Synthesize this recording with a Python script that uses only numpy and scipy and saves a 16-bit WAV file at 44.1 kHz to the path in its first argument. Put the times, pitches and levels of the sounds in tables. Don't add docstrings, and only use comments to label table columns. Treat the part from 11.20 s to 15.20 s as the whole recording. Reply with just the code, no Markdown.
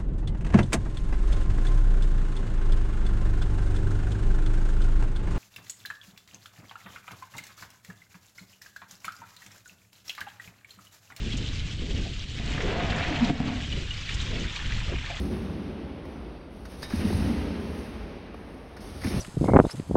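import sys
import numpy as np
from scipy import signal
from scipy.fft import rfft, irfft, next_fast_len
from scipy.io import wavfile
from scipy.ndimage import map_coordinates

SR = 44100
rng = np.random.default_rng(int(sys.argv[2]) if len(sys.argv) > 2 else 0)


def master(y):
    cut = np.clip(np.atleast_2d(y).T, -1, 1)
    pcm = np.round(cut * 32767)
    wavfile.write(sys.argv[1], SR, pcm.astype(np.int16))


N = 176400


def amp(db):
    return 10 ** (np.asarray(db) / 20)


def unit(x):
    return x / np.sqrt(np.mean(x ** 2) + 1e-20)


def eq_gain(points, hz):
    corners, db = np.transpose(points)
    return amp(np.interp(np.log(hz + 1), np.log(corners + 1), db))


def curve(rows, column=1, outside=None):
    rows = np.array(rows)
    return np.interp(np.arange(N) / SR, rows[:, 0], rows[:, column], outside, outside)


def swells(rows):
    t = np.arange(N) / SR
    powers = (amp(db) ** 2 * np.exp(-2 * ((t - at) / (0.8 * length)) ** 2) for at, length, db in rows)
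    return np.sqrt(sum(powers))


def wobble(rate):
    knots = rng.standard_normal(int(N * rate / SR) + 4)
    return map_coordinates(knots, [np.arange(N) * rate / SR])


def gurgle(hz, rate, steady=0):
    phase = 2 * np.pi * np.cumsum(np.broadcast_to(hz, N)) / SR
    return unit((steady + wobble(rate)) * np.sin(phase) + wobble(rate) * np.cos(phase))


def filtered(x, response):
    size = next_fast_len(N + SR // 2)
    return irfft(rfft(x, size) * response(np.fft.rfftfreq(size, 1 / SR)), size)[:N]


def coloured(x, spectrum):
    return unit(filtered(x, lambda hz: eq_gain(spectrum, hz)))


def add(track, start, sound):
    part = track[max(round(start * SR), 0):][:len(sound)]
    part += sound[:len(part)]


def crackle(rate, spread_db):
    hits = rng.random(N) < rate / SR
    sizes = amp(spread_db * np.clip(rng.standard_normal(N), -2, 2))
    return unit(hits * sizes * rng.choice([-1, 1], N))


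# time in seconds, relative level in dB.
WIND_LEVEL = [(0, -30), (.4, -31.5), (.55, -29.5), (.78, -29), (.92, -32.5), (1.08, -35.5), (1.2, -32),
              (1.5, -33), (1.78, -29), (2.1, -34), (2.4, -33), (2.57, -30), (2.72, -38), (2.93, -33),
              (3.27, -29.5), (3.36, -45.5), (3.45, -30), (3.73, -30.5), (4, -39)]
# centre in seconds, length in seconds, level in dB.
GUSTS = [(.16, 0.23, -39.5), (0.742, 0.19, -36), (1.5, 0.43, -38.5), (2.566, 0.12, -38.5),
         (3.16, 0.12, -36), (3.731, 0.032, -35)]
# frequency in Hz, gain in dB.
RUMBLE_EQ = [(15, -7), (28, 2), (62, -1), (125, -6), (250, -20.5), (2000, -60.5)]
BUFFET_EQ = [(50, -17), (120, -3), (270, -3), (400, -9), (700, -24.5), (3000, -54)]


def wind():
    envelope = amp(curve(WIND_LEVEL) - 1.5 + 1.52 * wobble(14))
    rumble = coloured(rng.standard_normal(N), RUMBLE_EQ)
    buffets = coloured(rng.standard_normal(N) * amp(2.5 * wobble(90)), BUFFET_EQ)
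    return envelope * rumble + swells(GUSTS) * buffets


def bubble(t, hz, t60, rise):
    phase = 2 * np.pi * hz * t * (1 + rise * t / t60 / 2)
    return np.sin(phase) * amp(-60 * t / t60) * (1 - np.exp(-t * hz))


def bubbles(rate, low_hz, high_hz, cycles, spread_db, rise):
    when, pitch, size, life = rng.random((int(rate * N / SR), 4)).T[:, :, None]
    hz = low_hz * (high_hz / low_hz) ** pitch
    age = np.arange(640)
    gain = amp(spread_db * np.minimum(-np.log(1 - size), np.pi)) * hz
    rings = gain * bubble(age / SR, hz, cycles * (.5 + life) / hz, rise)
    positions = (when * N).astype(int) + age
    return unit(np.bincount(positions.ravel(), rings.ravel(), N)[:N])


def trough_echo(x, t60=0.084, wet_db=-6):
    out, hop = np.zeros(len(x) + SR), SR // 8
    for start in range(0, len(x), hop):
        tail = rng.standard_normal(hop) * amp(-60 * np.arange(hop) / SR / t60)
        echo = np.pad(amp(wet_db) * tail / np.linalg.norm(tail), (128, 0))
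        echo[0] = 1
        add(out, start / SR, signal.fftconvolve(x[start:start + hop], echo / np.linalg.norm(echo)))
    return unit(out[:N])


# time in seconds, relative level in dB.
SPRAY_LEVEL = [(0, -40.5), (.13, -39.5), (.33, -41), (.85, -41), (1.08, -43), (1.36, -39), (1.55, -42.5),
               (2.095, -39.5), (2.12, -47.5), (2.3, -41.5), (3.0, -39), (3.68, -39.5), (3.8, -44),
               (3.89, -40)]
# frequency in Hz, gain in dB.
SPRAY_EQ = [(400, -13), (1000, -17), (2300, -5), (3100, -1), (3800, -4.5), (4700, -9.5), (7400, -16),
            (12000, -12)]


def spray():
    fizz = trough_echo(bubbles(rate=1100, low_hz=1515, high_hz=8050, cycles=20, spread_db=5, rise=0.031))
    spatter = trough_echo(crackle(rate=5000, spread_db=-0.5))
    envelope = amp(curve(SPRAY_LEVEL) - 0.5 + 1.06 * wobble(35))
    return envelope * coloured(fizz + amp(7.5) * spatter, SPRAY_EQ)


# time in seconds, level in dB.
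SLOSH_LEVEL = [(.2, -51.5), (1.1, -57.5), (1.3, -44), (1.6, -43.5), (1.8, -37.5), (2.03, -42), (2.13, -60),
               (2.3, -48.5), (2.65, -48.5), (3.5, -41.5), (3.81, -43), (3.89, -39.5), (4, -43.5)]
# frequency in Hz, gain in dB.
SLOSH_EQ = [(300, -3.5), (900, -8.5), (1450, -4), (2000, -2), (3500, -7), (5000, -23), (10000, -65)]


def slosh():
    cloud = bubbles(rate=700, low_hz=791, high_hz=3660, cycles=14.2, spread_db=3.0, rise=0.067)
    swill = coloured(trough_echo(cloud) + rng.standard_normal(N), SLOSH_EQ)
    return swill * amp(curve(SLOSH_LEVEL) + wobble(25.3))


def splat(t, hz, t60=0.055, span=1.83):
    band = signal.butter(2, hz * np.sqrt([1 / span, span]), "band", fs=SR, output="sos")
    return unit(signal.sosfilt(band, rng.standard_normal(len(t)))) * amp(-60 * t / t60)


# start in seconds, level in dB, pitch in Hz.
DROPS = [(0.12, -25, 3290), (1.868, -24, 2500), (2.524, -23, 2920), (2.706, -19.5, 2870)]
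# start in seconds, level in dB, band centre in Hz.
SPLATS = [(0.17, -34, 6900), (1.377, -29, 1450), (1.404, -26, 1920), (1.419, -38, 4950), (1.70, -30, 3300),
          (1.802, -26, 1903), (1.864, -35, 2915), (1.958, -26, 2290), (2.045, -28.5, 3370),
          (2.283, -35, 844), (2.889, -27.5, 2350), (2.942, -31.5, 6500), (3.012, -35, 6300),
          (3.52, -28.5, 2140)]


def drops(attack_s=0.0024, slap_db=-13):
    out, t = np.zeros(N), np.arange(SR // 8) / SR
    attack = 1 - np.exp(-t / attack_s)
    for start, db, hz in DROPS:
        plink = bubble(t, hz, t60=.045, rise=.03) + amp(slap_db) * splat(t, hz)
        add(out, start, amp(db) * attack * plink)
    for start, db, hz in SPLATS:
        add(out, start, amp(db) * attack * splat(t, hz))
    return out


# start in seconds, level in dB, pitch in Hz.
GULPS = [(.851, -36, 672), (3.899, -30.5, 691)]


def gulps(attack_s=0.0032):
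    out, t = np.zeros(N), np.arange(SR // 4) / SR
    attack = 1 - np.exp(-t / attack_s)
    for start, db, hz in GULPS:
        roughness = 1 + wobble(309)[:len(t)]
        add(out, start, amp(db) * attack * roughness * bubble(t, hz, t60=0.14, rise=0.026))
    return out


# frequency in Hz, bandwidth in Hz, gain in dB.
TUB_MODES = [(153.6, 32, 0), (230, 25, -4.5), (430, 34, -11.5), (716, 60, -8.5)]


def tub_response(hz):
    return sum((-1) ** k * amp(db) * 1j * hz * width / (centre ** 2 - hz ** 2 + 1j * hz * width)
               for k, (centre, width, db) in enumerate(TUB_MODES))


# time in seconds, relative level in dB.
DRAG_LEVEL = [(1.17, -57.5), (1.35, -47), (1.55, -39.5), (1.83, -40), (1.9, -40.5), (2.0, -40.5),
              (2.1, -38), (2.125, -48.5), (2.3, -43), (2.45, -56.5)]
# frequency in Hz, gain in dB.
RASP_EQ = [(170, -4), (700, 2), (1350, -4), (2200, -1.5), (3600, -8.5), (5000, -20.5), (9000, -42)]


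def drag():
    rasp = coloured(trough_echo(crackle(rate=2500, spread_db=2.5)), RASP_EQ)
    body = unit(filtered(rng.standard_normal(N), tub_response))
    return (rasp + body) * amp(curve(DRAG_LEVEL, outside=-120) + 3.5)


# start in seconds, level in dB.
BUMPS = [(1.2, -26.5), (2.099, -17), (2.203, -19.5), (2.275, -25)]


def bumps():
    out, t = np.zeros(N), np.arange(SR // 4) / SR
    for start, db in BUMPS:
        thud = sum(amp(gain_db) * np.sin(2 * np.pi * (hz * t + rng.random())) * np.exp(-np.pi * width * t)
                   for hz, width, gain_db in TUB_MODES)
        add(out, start, amp(db) * thud / np.abs(thud).max())
    return out


# time in seconds, level in dB, resonance in Hz.
INRUSH = [(1.35, -58, 478), (1.425, -32, 450.7), (1.48, -35, 361.4), (1.54, -35, 489.8), (1.63, -38.5, 579),
          (1.78, -62, 708)]


def inrush(fill_s=0.28):
    hz = curve(INRUSH, column=2)
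    narrow, wide = gurgle(hz, rate=130), gurgle(hz, rate=450)
    filled = np.clip((np.arange(N) / SR - INRUSH[0][0]) / fill_s, 0, 1)
    churn = np.sqrt(1 - filled ** 2) * narrow + filled * wide
    return churn * amp(curve(INRUSH, outside=-120))


# time in seconds, level in dB, pitch in Hz.
HOLLOW_NOTE = [(1.84, -56, 360), (1.92, -34.5, 295.3), (1.99, -40.5, 271.4), (2.03, -22.5, 226.3),
               (2.075, -37, 224), (2.105, -28, 278.5), (2.175, -43.5, 225.8), (2.21, -30.5, 233),
               (2.29, -34.5, 265.7), (2.48, -43, 231)]


def hollow_note():
    note = gurgle(curve(HOLLOW_NOTE, column=2), rate=100, steady=1)
    return note * amp(curve(HOLLOW_NOTE, outside=-120))


# centre in seconds, length in seconds, level in dB.
SURGES = [(3.155, 0.086, -46), (3.72, 0.056, -42.5)]


def surges():
    return swells(SURGES) * gurgle(hz=477, rate=550)


def scene():
    air = wind()
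    water = (spray() + slosh()) * amp(0.96 * wobble(50))
    return (air + water + drops() + gulps() + drag() + bumps() + inrush() + hollow_note() + surges())[None]


# frequency in Hz, gain in dB.
MICROPHONE_EQ = [(20, 2), (7400, 0.5), (8600, -11.5), (9700, -26), (11200, -26.5), (13000, -35.5)]


def record(dry, top_hz=13500):
    return filtered(dry[0], lambda hz: eq_gain(MICROPHONE_EQ, hz) * (hz < top_hz))[None]


dry = scene()
out = record(dry)
master(out)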